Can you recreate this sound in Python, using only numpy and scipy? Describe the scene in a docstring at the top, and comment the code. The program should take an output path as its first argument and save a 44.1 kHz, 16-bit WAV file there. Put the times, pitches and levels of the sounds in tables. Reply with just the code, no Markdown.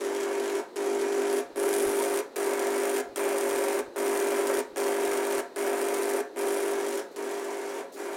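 """A hanging plotter at work

A plotter draws short strokes on a board in a workshop with a concrete floor, heard from a moving phone.
Two stepper motors get their steps in 10 ms slices. Every step knocks the motor mounts (a drone) and
the board (a buzz) and shakes loose parts (a rattle and a high ring). Between strokes the room rings
out over a faint hiss. The phone bumps softly, and shoes scuff twice as it backs away."""
import sys
import numpy as np
from scipy import signal
from scipy.fft import rfft, irfft
from scipy.io import wavfile

SR = 44100
rng = np.random.default_rng(int(sys.argv[2]) if len(sys.argv) > 2 else 0)


def generate_wav(sig):
    """Save sig (samples, or channels by samples) to the path in sys.argv[1] as 16-bit PCM at SR."""
    pcm = np.round(np.clip(np.atleast_2d(sig).T, -1, 1) * 32767).astype(np.int16)
    wavfile.write(sys.argv[1], SR, pcm)


N = 359856
TIME = np.arange(N) / SR

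SLICE_S, SLICES_PER_STROKE = .01, 65
FIRST_STROKE_S, STROKE_EVERY_S, STROKE_COUNT = -.0413, .8003, 11
# the fast motor, then the slow one:
# (travel per stroke [steps], owed at the very start [steps], part of a slice its steps fill [0-1])
MOTORS = [(229.5, .1875, 1), (99.5, .1875, .86)]


def step_times(steps, owed, spread, inertia=.14, memory=.4):
    """A slice holds whole steps and passes the remainder on, so the step rate flips between two values."""
    per_slice, strokes = steps / SLICES_PER_STROKE, []
    for stroke in range(STROKE_COUNT):
        due = owed + stroke * steps + per_slice * np.arange(SLICES_PER_STROKE + 1)
        counts = np.diff(np.floor(due)).astype(int)
        sent = SLICE_S * np.concatenate([k + spread * np.arange(n) / n for k, n in enumerate(counts)])
        # the inertia of the rotor (the turning part) pulls the steps a little towards an even pace
        early = SLICE_S * np.arange(len(sent)) / per_slice - sent
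        age = sent + inertia * early
        # in a quick slice the steps run ahead of the rotor, which then catches up
        lead = signal.lfilter([1, -1], [1, -memory], early * per_slice / SLICE_S)
        strokes.append((FIRST_STROKE_S + stroke * STROKE_EVERY_S + age, age, lead))
    return np.hstack(strokes)


def knocks(motor, uneven_db, jitter_s, rise_s, start_db=-6, lead_db=0, half_width=8):
    """One uneven knock a step; its size can change as the rotor gets going or falls behind the steps."""
    when, age, lead = step_times(*motor)
    size_luck, time_luck = rng.standard_normal((len(when), 2)).T
    size = undb(uneven_db * np.clip(size_luck, -2, 2) + start_db * np.exp(-age / rise_s) + lead_db * lead)
    centre = (when + jitter_s * time_luck) * SR
    # a sinc-shaped pulse lets a knock land between two samples
    index = centre.astype(int)[:, None] + np.arange(-half_width, half_width + 1)
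    lag = index - centre[:, None]
    pulse = size[:, None] * np.sinc(lag) * np.sinc(lag / (half_width + 1))
    inside = (index >= 0) & (index < N)
    return np.bincount(index[inside], pulse[inside], N)


def mount_drone():
    """The motor mounts ring near the fast motor's step rate."""
    # tone of the mounts: (frequency [Hz], level [dB])
    tone = [(100, -46.5), (190, -35.5), (245, -4), (300, -9.5), (350, -8), (420, 1), (450, -8.5),
            (500, -12), (600, -26), (1000, -73.5)]
    # where they ring: (frequency [Hz], width [Hz], boost [dB])
    peaks = [(421, 29.6, 7.1), (260, 25, 6.4)]
    fast = knocks(MOTORS[0], uneven_db=1.44, jitter_s=.00006, rise_s=.016, start_db=-7, lead_db=10)
    slow = knocks(MOTORS[1], uneven_db=1.5, jitter_s=.0001, rise_s=.04)
    return shape_tone(fast + undb(-5.5) * slow, tone, peaks)


def board_buzz():
    """The board gives off the overtones of both motors' steps, roughened by slack in the drive."""
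    # tone of the board: (frequency [Hz], level [dB])
    tone = [(200, -45), (430, -5), (520, 0.5), (600, -1.5), (650, -4.5), (720, 0.5), (800, -4),
            (1050, -6.5), (1300, -5.5), (1700, -8), (2300, -11), (2800, -18), (3600, -33), (6000, -51)]
    # where it rings: (frequency [Hz], width [Hz], boost [dB])
    peaks = [(547.8, 29.3, 12.56), (584, 19.4, 6.3), (698.8, 15.5, 8.7), (933, 52, 9.6), (991, 22, 5.2),
             (1658, 25, 10), (2080, 55, 3.6), (2390, 66, 3.3)]
    fast = knocks(MOTORS[0], uneven_db=3.8, jitter_s=.00008, rise_s=.0084, lead_db=1.5)
    slow = knocks(MOTORS[1], uneven_db=.7, jitter_s=.00006, rise_s=.0071, start_db=0)
    steps = undb(-7) * fast + slow
    roughness = rasp(steps, crack_s=.067, tail_s=.053, tail_db=2.5)
    return shape_tone(steps + undb(-2) * roughness, tone, peaks)


def loose_ticks():
    """Loose parts tick with the steps, now hard and now soft."""
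    fast = knocks(MOTORS[0], uneven_db=1, jitter_s=.000312, rise_s=.013, start_db=-16)
    slow = knocks(MOTORS[1], uneven_db=4, jitter_s=.000187, rise_s=.008, start_db=1.5)
    return undb(-5.5) * fast + slow


def loose_rattle(ticks):
    """Each tick shakes a bright burst of noise out of the loose parts."""
    # tone of the loose parts: (frequency [Hz], level [dB])
    tone = [(500, -31), (1500, -0.5), (3000, -1), (4300, -3), (5600, -1.5), (7800, -0.5), (9500, -8),
            (12500, -13), (15800, -24)]
    # where they ring: (frequency [Hz], width [Hz], boost [dB])
    peaks = [(3210, 74, 6.1), (5840, 180, 4.1), (6880, 180, 3.3), (7500, 130, 2)]
    return shape_tone(rasp(ticks, crack_s=.0066, tail_s=.041, tail_db=3), tone, peaks)


def metal_ring(ticks):
    """Small metal parts ring high up, with a tone that depends on the angle they are heard from."""
    # tone of the metal parts: (frequency [Hz], level [dB])
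    tone = [(3000, -31), (7000, -11), (8500, -4.5), (10000, -4.5), (11500, -3.5), (13000, -6.5),
            (15800, -9)]
    # where they ring, from the front and from the side: (frequency [Hz], width [Hz], boost [dB])
    front_peaks = [(9050, 980, 11), (10070, 200, 2.4), (12400, 300, 4.4)]
    side_peaks = [(9900, 2900, 13.4)]
    shake = rasp(ticks, crack_s=.015, tail_s=.045, tail_db=-7)
    front = unit(shape_tone(shake, tone, front_peaks))
    side = unit(shape_tone(shake, tone, side_peaks))
    _, angle = phone_position()
    return (1 - angle) * front + angle * side


def rasp(hits, crack_s, tail_s, tail_db):
    """Every knock shakes loose contacts in a new way: noise with two fades, a crack and a tail."""
    energy = fading_energy(hits, crack_s) + undb(tail_db) ** 2 * fading_energy(hits, tail_s)
    return rng.standard_normal(N) * np.sqrt(energy)


def fading_energy(hits, fade_s):
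    """The energy of each knock dies away by 60 dB in fade_s."""
    kept = np.exp(-2 * np.log(1000) / (fade_s * SR))
    return signal.lfilter([1 - kept], [1, -kept], hits ** 2 + 1e-18)


def phone_position():
    """The phone closes in, lingers in front of the machine and backs away."""
    # its path: (time [s], distance [m], angle [0 in front, 1 at the side])
    path = [(.1, 0.84, 0.69), (.9, 0.71, 0.93), (1.3, 0.64, 0.9), (1.85, 0.47, 0.75), (2.15, 0.52, 0.13),
            (3.6, 0.5, 0.059), (4.4, 0.46, 0.13), (4.85, 0.48, .03), (5.8, 0.55, 0.034), (6.65, 0.6, 0.49),
            (7.25, 1.21, 0.41), (7.7, 1.72, 0.34)]
    times, metres, angle = np.transpose(path)
    return np.interp(TIME, times, metres), np.interp(TIME, times, angle)


def heard_db(near_db, fall_db, side_db, near_m=.5):
    """A part loses fall_db each time the distance doubles and changes by side_db from the side."""
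    metres, angle = phone_position()
    return near_db - fall_db * np.log2(metres / near_m) + side_db * angle


def in_room(x, level_db, room_db, echo_growth=.79):
    """Set a part's level; the fainter it gets, as with distance, the larger the share of echo."""
    echo_gain = undb(room_db - echo_growth * (level_db - level_db.mean()))
    return unit(x + echo_gain * room_echo(x)) * undb(level_db)


def room_echo(x, gap_s=.0053):
    """The workshop's echoes blur together; the treble dies first."""
    # how long the room rings: (frequency [Hz], time to fade by 60 dB [s])
    fade_times = [(300, 0.31), (1000, 0.36), (3000, 0.26), (10000, 0.23)]
    t = TIME[:SR]
    noise, hz = rfft(rng.standard_normal(SR)), np.arange(SR // 2 + 1)
    edges_hz = [0, 500, 1000, 2000, 4000, 8000, SR / 2]
    tail = 0
    for low, high in zip(edges_hz, edges_hz[1:]):
        band = irfft(noise * (hz >= low) * (hz < high), SR)
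        fade = np.exp(-np.log(1000) * t / read_curve(fade_times, (low + high) / 2))
        tail = tail + band * fade * (t > gap_s)
    return convolve(x, tail / np.linalg.norm(tail))


def shoe_scuffs(rise_s=.0047, grain_db=3):
    """Grit between a sole and the concrete makes a short, grainy hiss."""
    # each scuff: (time [s], fade [s], level [dB])
    scuffs = [(7.112, 0.023, -55), (7.92, 0.11, -50)]
    # tone of the grit: (frequency [Hz], level [dB])
    tone = [(1000, -25), (4000, -1), (7000, 0), (11000, -3), (15800, -6)]
    loudness = 0
    for start, fade_s, db in scuffs:
        age = np.maximum(TIME - start, 0)
        loudness = loudness + undb(db) * (1 - np.exp(-age / rise_s)) * np.exp(-age / fade_s)
    grit = rng.standard_normal(N) * undb(grain_db * wander(400))
    return loudness * unit(shape_tone(grit, tone))


def handling_bumps(rattle_db):
    """Soft, uneven low bumps, strongest close to the machine, where the rattle is loudest too."""
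    tone = [(20, 2), (120, 4), (200, -8), (500, -56)]  # (frequency [Hz], level [dB])
    rumble = shape_tone(rng.standard_normal(N), tone)
    swell_db = 11 * wander(26) + 7.3 * (rattle_db - rattle_db.mean())
    return unit(rumble * undb(swell_db)) * undb(-70)


def workshop_noise(level_db=-47):
    """Steady workshop noise with a faint hiss from the motors holding their place."""
    # tone of the background: (frequency [Hz], level [dB])
    tone = [(30, -33), (90, -35), (150, -22), (260, -5), (400, 4), (600, -5.5), (1000, -14), (2000, -21.5),
            (3300, -28), (4100, -21), (4800, -28.5), (9000, -35), (15800, -43)]
    return unit(shape_tone(rng.standard_normal(N), tone)) * undb(level_db + .27 * wander(7.6))


def shape_tone(x, tone, peaks=(), size=16384):
    """Filter a sound the way an object does: a broad tone with ringing peaks on top."""
    hz = np.arange(size // 2 + 1) * SR / size
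    peaks_db = sum(boost / (1 + (2 * (hz - centre) / width) ** 2) for centre, width, boost in peaks)
    cepstrum = irfft(np.log(undb(read_curve(tone, hz) + peaks_db)))
    # folding onto the first half makes the ringing follow a knock and never come before it
    cepstrum[1:size // 2] *= 2
    cepstrum[size // 2 + 1:] = 0
    return convolve(x, irfft(np.exp(rfft(cepstrum))))


def convolve(x, response):
    """Give every sample of a sound the same ringing response."""
    return signal.oaconvolve(x.astype(np.float32), response.astype(np.float32))[:N]


def read_curve(points, hz):
    """Read between (frequency [Hz], value) points, with all octaves equally wide."""
    known_hz, values = np.transpose(points)
    return np.interp(np.log(np.maximum(hz, 1)), np.log(known_hz), values)


def wander(rate_hz):
    """A random drift, roughly between -1 and 1."""
    points = rng.standard_normal(int(N / SR * rate_hz) + 2)
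    return np.interp(TIME * rate_hz, np.arange(len(points)), points)


def undb(db):
    """Turn decibels into a gain."""
    return 10 ** (np.asarray(db) / 20)


def unit(x):
    """Scale a sound to an average (rms) level of 1."""
    return x / np.sqrt(np.mean(x ** 2))


def scene():
    """Four sounds of the same steps, each at its level for the phone's position, over the background."""
    # the metal ring flares and sinks as the phone moves: (time [s], level [dB])
    ring_levels = [(0.05, -53), (1.25, -51), (1.33, -44.6), (1.81, -39), (2.69, -45), (2.85, -42.5),
                   (4.13, -42), (4.21, -42.5), (4.85, -43.5), (6.69, -43), (6.77, -49.5), (6.93, -48),
                   (7.65, -56.5), (8.05, -54.5)]
    ticks = loose_ticks()
    rattle = loose_rattle(ticks)
    rattle_db = heard_db(near_db=-43, fall_db=5.5, side_db=1.35)
    machine = in_room(mount_drone(), heard_db(near_db=-30, fall_db=5, side_db=3.5), room_db=-12.5)
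    machine += in_room(board_buzz(), heard_db(near_db=-32.5, fall_db=5.5, side_db=-2.5), room_db=-2.5)
    machine += in_room(rattle, rattle_db, room_db=-5.5)
    machine += in_room(metal_ring(ticks), np.interp(TIME, *np.transpose(ring_levels)), room_db=-11.5)
    return (machine + workshop_noise() + shoe_scuffs() + handling_bumps(rattle_db))[None]


def record(dry):
    """The phone steeply cuts the highest treble."""
    top_hz = 15900
    return signal.sosfilt(signal.ellip(12, .2, 80, top_hz, fs=SR, output="sos"), dry)


dry = scene()
out = record(dry)
generate_wav(out)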